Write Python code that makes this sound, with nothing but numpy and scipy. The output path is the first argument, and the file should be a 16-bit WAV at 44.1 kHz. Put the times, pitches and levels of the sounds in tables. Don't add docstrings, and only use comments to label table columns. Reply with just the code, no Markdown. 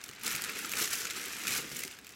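import sys
import numpy as np
from scipy import signal
from scipy.fft import rfft, irfft
from scipy.io import wavfile

SR = 44100
rng = np.random.default_rng(int(sys.argv[2]) if len(sys.argv) > 2 else 0)


def dump_mix(stems):
    frames = np.atleast_2d(stems).T
    limited = np.clip(frames, -1, 1)
    pcm = np.round(limited * 32767).astype(np.int16)
    wavfile.write(sys.argv[1], SR, pcm)


N = 94815

USUAL_DB = -43

# (frequency [Hz], relative level [dB])
AIR_COLOUR = [(20, -55), (30, -46), (40, -39), (52, -17.5), (100, -7), (150, -5.5), (220, 0.5), (350, -1),
              (490, -1), (620, -20), (1500, -22), (6000, -67)]


def amp(db):
    return 10 ** (np.asarray(db) / 20)


def unit(x):
    return x / np.sqrt(np.mean(x ** 2) + 1e-20)


def read_curve(points, hz):
    f, value = np.transpose(points)
    return np.interp(np.log(hz + 1), np.log(f + 1), value)


def handling(column):
    # (time [s], sliding level [dB], crinkle level [dB])
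    gesture = [(0, -52, -56), (0.1, -54, -61), (0.19, -53.5, -65), (0.23, -51, -54), (0.24, -40.5, -41),
               (0.259, -44.5, -40), (0.275, -40, -39.5), (0.345, -40.5, -43.5), (0.405, -45, -46.5),
               (0.44, -42.5, -45), (0.474, -44.5, -48), (0.497, -38, -49.5), (0.531, -46, -47.5),
               (0.59, -42, -44), (0.685, -47.5, -47.5), (0.755, -40.5, -44), (0.781, -38.5, -35.5),
               (0.825, -36.5, -31), (0.859, -44, -38.5), (0.901, -47, -44.5), (0.938, -38.5, -34),
               (0.968, -43.5, -41.5), (1.013, -43.5, -38), (1.04, -45.5, -49.5), (1.11, -48.5, -48.5),
               (1.135, -47, -50.5), (1.165, -43, -44), (1.3, -45, -46.5), (1.435, -44, -45.5),
               (1.479, -40, -42.5), (1.57, -38, -35.5), (1.651, -48.5, -52.5), (1.7, -49, -49),
               (1.769, -47.5, -44), (1.81, -49, -47.5), (1.89, -53, -53.5), (1.95, -54.5, -58),
               (2.019, -62.5, -66.5), (2.09, -55.5, -58), (2.15, -56.5, -61)]
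    rows = np.array(gesture)
    return np.interp(np.arange(N) / SR, rows[:, 0], rows[:, column])


def mix_in(mix, s, sound):
    part = mix[max(0, round(s * SR)):][:len(sound)]
    part += sound[:len(part)]


def colour(x, points, size=8192):
    hz = abs(np.fft.fftfreq(size, 1 / SR))
    log_gain = np.log(amp(read_curve(points, hz)))
    spectrum = np.exp(np.conj(signal.hilbert(log_gain)))
    taps = np.fft.ifft(spectrum).real[:size // 2]
    return signal.fftconvolve(x, taps / np.linalg.norm(taps))[:N]


def wander(rate_hz):
    hz = np.fft.rfftfreq(N, 1 / SR)
    slow = rfft(rng.standard_normal(N)) / (1 + (hz / rate_hz) ** 4)
    return unit(irfft(slow, N))


def clicks(rate, spread_db, largest=3.2):
    excess = np.minimum(rng.exponential(1, N), largest)
    size = amp(spread_db * excess) * rng.choice([-1., 1.], N)
    happens = rng.random(N) < rate / SR
    return unit(size * happens / np.sqrt(rate))


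def swish(clump_db=2.2, clump_hz=70, hiss_db=-12, tilt_db=2.0, pivot_hz=2100):
    # (frequency [Hz], relative level [dB])
    slide_colour = [(100, -28), (450, -15.5), (650, -10.5), (1050, -8.5), (1280, -0.5), (1900, 0),
                    (2550, 1), (3000, -3), (5000, -8.5), (8000, -12.5), (16000, -42)]
    slips_per_s, spread_db, growth, trim_db = 4500, 3, .35, -2
    level = handling(column=1)
    rate = slips_per_s * amp(growth * (level - USUAL_DB)) ** 2
    slips = unit(clicks(rate, spread_db) + amp(hiss_db) * rng.standard_normal(N))
    gain = amp(trim_db + level + clump_db * wander(clump_hz))
    sliding = colour(slips * gain, slide_colour)
    low_pass = signal.butter(2, pivot_hz, fs=SR, output="sos")
    dull = signal.sosfiltfilt(low_pass, sliding)
    bright = sliding - dull
    tilt = amp(tilt_db * wander(clump_hz))
    return dull / tilt + bright * tilt


def folds(count=24, size=600):
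    folds_per_s, spread_db, trim_db = 420, 4, -9.5
    low_hz, high_hz, cycles = 1240, 7730, 2.94
    t, pops = np.arange(size) / SR, np.zeros(N)
    for place in (np.arange(count) + rng.random(count)) / count:
        hz = low_hz * (high_hz / low_hz) ** (place ** 1.424)
        age = t * hz / cycles
        pop = np.sin(2 * np.pi * hz * t) * age * np.exp(-2 * age)
        pop /= np.linalg.norm(pop)
        strikes = clicks(folds_per_s / count, spread_db, largest=2.05)
        pops += signal.fftconvolve(strikes, pop)[:N]
    return unit(pops) * amp(trim_db + handling(column=1))


def buckle(size=200):
    age = np.arange(size) / SR / 0.00027
    flutter = rng.standard_normal(size) * age * np.exp(-age)
    return flutter / np.linalg.norm(flutter)


def crinkle(clump_db=2.0, clump_hz=110, fizz_db=-7, count=12):
    # (frequency [Hz], relative level [dB])
    crinkle_colour = [(200, -25), (950, -21), (1400, -5), (3000, -4.5), (5500, -1), (7700, 0), (8500, -4.5),
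                      (12000, -6), (16000, -15.5)]
    buckles_per_s, spread_db, growth, trim_db = 1200, 3.5, .55, -0.5
    level = handling(column=2)
    rate = buckles_per_s * amp(growth * (level - USUAL_DB)) ** 2 / count
    facets = np.zeros(N)
    for _ in range(count):
        facets += np.convolve(clicks(rate, spread_db), buckle())[:N]
    grains = unit(unit(facets) + amp(fizz_db) * rng.standard_normal(N))
    gain = amp(trim_db + level + clump_db * wander(clump_hz))
    return colour(grains * gain, crinkle_colour)


def fibres():
    # (frequency [Hz], relative level [dB])
    fibre_colour = [(1500, -49), (5000, -11), (8500, -6), (12000, -1.5), (16000, -4)]
    fibres_per_s, spread_db, trim_db = 110, 5, -12.5
    ticks = clicks(fibres_per_s, spread_db, largest=1.9)
    return colour(ticks * amp(trim_db + handling(column=2)), fibre_colour)


def flap(gust_db=1.0, gust_hz=30):
    # (time [s], level [dB])
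    flutter_level = [(0, -61), (.1, -60.5), (.2, -67), (.27, -50), (.35, -56), (.45, -53.5), (.68, -56),
                     (.82, -48), (.9, -58), (1.0, -55), (1.12, -58.5), (1.18, -52.5), (1.38, -57),
                     (1.48, -51.5), (1.62, -51.5), (1.7, -59), (1.79, -54), (1.9, -67), (2.15, -64.5)]
    level = np.interp(np.arange(N) / SR, *np.transpose(flutter_level)) + gust_db * wander(gust_hz)
    return colour(rng.standard_normal(N) * amp(level), AIR_COLOUR)


def room_noise(level_db=-62.5):
    # (frequency [Hz], relative level [dB])
    room_colour = [(20, -53), (30, -31), (40, -28), (55, -2), (200, -5.5), (450, -15.5), (700, -8),
                   (2000, -16.5), (16000, -28)]
    return amp(level_db) * colour(rng.standard_normal(N), room_colour)


def snaps(spike_db=4.5, width=0.52, ring=0.89, size=1000):
    # (time [s], level [dB], length [s], sharp top against that level [dB],
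    # ring of the facet against that level [dB], facet pitch [Hz]); levels are before the trims below
    creases = [(0.015, -48.5, 0.0012, -8, 4.5, 3700), (0.0406, -37.5, 0.0026, -3, -9.5, 2290),
               (0.062, -49, 0.003, -4, -9, 1270), (0.083, -49, 0.001, 4, -12, 3010),
               (0.091, -43.5, 0.0028, -7, -1, 4200), (0.0982, -45.5, 0.00061, 2, 2, 1760),
               (0.113, -46.5, 0.0018, -8, 0, 1290), (0.135, -51, 0.003, -3, 4, 2110),
               (0.163, -51, 0.0015, -5, 0, 4000), (0.196, -51, 0.00081, 3, -8, 2490),
               (0.213, -49.5, 0.003, -5, 2.5, 2680), (0.2265, -52, 0.00082, 5, -15, 2500),
               (0.2353, -41, 0.0015, 5.5, -9, 2070), (0.266, -29.5, 0.0031, -2, -17, 3570),
               (0.279, -31, 0.0018, -4, -4.5, 2250), (0.307, -32, 0.001, -5, -14, 2090),
               (0.315, -36.5, 0.0027, 2, -10, 2340), (0.323, -38.5, 0.0028, 0, -1, 1810),
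               (0.331, -34.5, 0.001, 1, -10, 4070), (0.3508, -30.5, 0.001, -14, -1.5, 2000),
               (0.3548, -37, 0.002, 4, -4, 1440), (0.3626, -34, 0.0012, 5.5, -3, 2360),
               (0.421, -36, 0.0015, 5.5, -11, 1380), (0.4402, -32.5, 0.0023, -5, -8, 1730),
               (0.447, -33.5, 0.00089, -0.5, -6, 1980), (0.498, -42, 0.0069, -2, 2.5, 2290),
               (0.5905, -38.5, 0.0021, 3, -7, 1970), (0.649, -38.5, 0.0041, -10, -3, 1360),
               (0.6585, -37.5, 0.001, 2, -8, 4050), (0.695, -41, 0.0019, 2, -7, 3970),
               (0.7184, -33.5, 0.0016, -1, -5, 1600), (0.7251, -36, 0.0013, 1, -2, 3900),
               (0.737, -38.5, 0.003, 1, 5.5, 2450), (0.7555, -39, 0.002, 0, -7, 3000),
               (0.7712, -33.5, 0.0018, -6, -1, 4460), (0.7744, -32, 0.00082, -3, -9, 1710),
               (0.811, -34, 0.002, -1, -12, 3830), (0.845, -33.5, 0.0029, -14, -10, 3250),
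               (0.877, -37, 0.004, -14, -1.5, 1800), (0.911, -33, 0.001, -3, -17, 1830),
               (0.933, -30.5, 0.0021, 1, -9, 2480), (1.018, -37.5, 0.0035, -9, -4.5, 1420),
               (1.054, -32.5, 0.0035, -11, -6.5, 1430), (1.072, -39.5, 0.0057, -10, -1.5, 2480),
               (1.101, -34, 0.0013, -18, -4, 2300), (1.1093, -37, 0.0064, -7, -4.5, 2180),
               (1.259, -41.5, 0.0055, 1.5, -13, 4290), (1.417, -42.5, 0.0015, 0, 4.5, 2060),
               (1.437, -38, 0.0013, -3, -6, 2600), (1.4706, -28.5, 0.0013, -3, -5, 2440),
               (1.4813, -33.5, 0.0057, -1, -3, 2550), (1.508, -33.5, 0.001, 1, -10, 3490),
               (1.5226, -33, 0.0015, -1, -9, 2130), (1.552, -34, 0.0018, 1, -6, 2400),
               (1.619, -37.5, 0.0011, -9, -5, 2310), (1.7177, -41, 0.0028, -13, -5, 2160),
               (1.767, -40, 0.0067, -1, -9, 2240), (1.7927, -37.5, 0.0038, 1, -10, 2050),
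               (1.8054, -40.5, 0.0047, 0, -11, 1980), (1.8368, -37, 0.003, 2, -1.5, 2110),
               (1.851, -39, 0.0029, -6, -14, 4200), (1.879, -38, 0.0013, -5, -10, 2240),
               (1.905, -48, 0.00085, -10, -2, 2300), (1.9125, -46.5, 0.0028, -5, -1, 2720),
               (1.989, -46.5, 0.0025, -6, -2, 1720), (2.047, -50, 0.0022, -6, 0, 2400),
               (2.069, -42, 0.0015, -3, -8, 4220), (2.077, -51, 0.001, -8, 0, 2700),
               (2.105, -51, 0.0018, -13, -8, 2610)]
    # (frequency [Hz], relative level [dB])
    crack_colour = [(300, -39), (1000, -18), (3000, -1.5), (5000, -1), (7600, 1), (9000, -10),
                    (16000, -22.5)]
    top_colour = [(1000, -50), (6000, -12), (8600, 0.5), (12000, 1.5), (16000, -2.5)]
    body_colour = [(200, -6), (950, -2), (1300, 11.5), (2500, 12), (3500, -6.5), (8000, -22)]
    facet_colour = [(300, -32), (950, -20), (1250, 2), (4500, 0), (16000, -0.5)]
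    treble_db, body_db, facet_gain = 1, -3, 0.8
    facet_damping_hz = 375

    crack, top, body, facets = np.zeros((4, N))
    t = (np.arange(size) - size // 2) / SR
    for s, db, length, top_db, ring_db, hz in creases:
        ticks, fine, sizes, flex = rng.standard_normal((4, size))
        half = width * length
        run = np.exp(-abs(t / half) ** 1.64 / 2)
        swell = np.exp(-abs(t / (ring * half)) ** 1.8 / 2)
        uneven = unit(run * amp(spike_db * sizes))
        spikes = amp(db) * uneven * np.sqrt(np.mean(run ** 2))
        age = np.maximum(t + half, 0) * np.pi * facet_damping_hz
        facet = age * np.exp(-age) * np.sin(2 * np.pi * (hz * t + rng.random()))
        strength = amp(db + ring_db) * np.sqrt(np.mean(swell ** 2))
        start = s + t[0]
        mix_in(crack, start, spikes * np.sign(ticks))
        mix_in(top, start, amp(top_db) * spikes * np.sign(fine))
        mix_in(body, start, strength * unit(swell * flex))
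        mix_in(facets, start, strength * unit(facet))
    treble = amp(treble_db) * (colour(crack, crack_colour) + colour(top, top_colour))
    flexing = amp(body_db) * colour(body, body_colour)
    return treble + flexing + facet_gain * colour(facets, facet_colour)


def bumps(size=4000):
    # (time [s], level [dB], pitch [Hz], decay [s])
    knocks = [(.096, -46.5, 152, 0.011), (.343, -47, 130, 0.029), (.493, -45, 440, 0.024),
              (1.451, -47, 308, .008), (1.487, -44.5, 255, 0.012), (1.5, -45, 129.4, 0.022),
              (1.59, -47, 149, 0.011), (1.623, -49, 225, .026), (1.644, -46, 310, 0.011),
              (1.655, -49, 188, 0.014), (1.716, -41, 484, 0.0052), (1.73, -43, 164, .012),
              (1.849, -44.5, 381, 0.013), (1.859, -51, 164, 0.0088)]
    rise_s, scuff_gain, contact_s, contact_db = 0.0014, .3, 0.00072, 0.5
    thuds, contacts = np.zeros((2, N))
    t = np.arange(size) / SR
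    age = t / contact_s
    push = amp(contact_db) * age * (1 - age / 2) * np.exp(-age)
    for s, db, hz, decay in knocks:
        shape = np.minimum(t / rise_s, 1) * np.exp(-t / decay)
        scuff = scuff_gain * shape * rng.standard_normal(size)
        mix_in(thuds, s, amp(db) * shape * np.sin(2 * np.pi * hz * t))
        mix_in(contacts, s, amp(db) * (push + scuff))
    return thuds + colour(contacts, AIR_COLOUR)


def echo(size=22050):
    # (frequency [Hz], time to fall 60 dB [s])
    hall_decay = [(100, 0.55), (1500, 0.68), (6000, 0.49), (16000, 0.15)]
    tail_db, early_db, early_decay_s = -12.5, -8.5, 0.0057
    t = np.arange(size) / SR
    reflections = rng.standard_normal(size) * (rng.random(size) < 2000 / SR)
    early = reflections * (t > .001) * np.exp(-t / early_decay_s)
    late_noise = rng.standard_normal(size) * (t > .007)
    hz, at, bands = signal.stft(late_noise, SR, nperseg=256)
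    fade = amp(-60 * at / read_curve(hall_decay, hz)[:, None])
    tail = signal.istft(bands * fade, SR, nperseg=256)[1][:size]
    return amp(early_db) * early / np.linalg.norm(early) + amp(tail_db) * tail / np.linalg.norm(tail)


def hall(x, count=6):
    shares = np.array([wander(32.8) for _ in range(count)])
    shares /= np.linalg.norm(shares, axis=0)
    return x + sum(signal.fftconvolve(x * share, echo())[:N] for share in shares)


def scene():
    floor = room_noise()
    paper = swish() + folds() + crinkle() + fibres() + snaps() + flap()
    return (hall(paper + bumps()) + floor)[None]


def record(dry):
    taps = signal.firwin(511, 16150, window=("kaiser", 9), fs=SR)
    return signal.oaconvolve(dry, taps[None], "same")


dry = scene()
out = record(dry)
dump_mix(out)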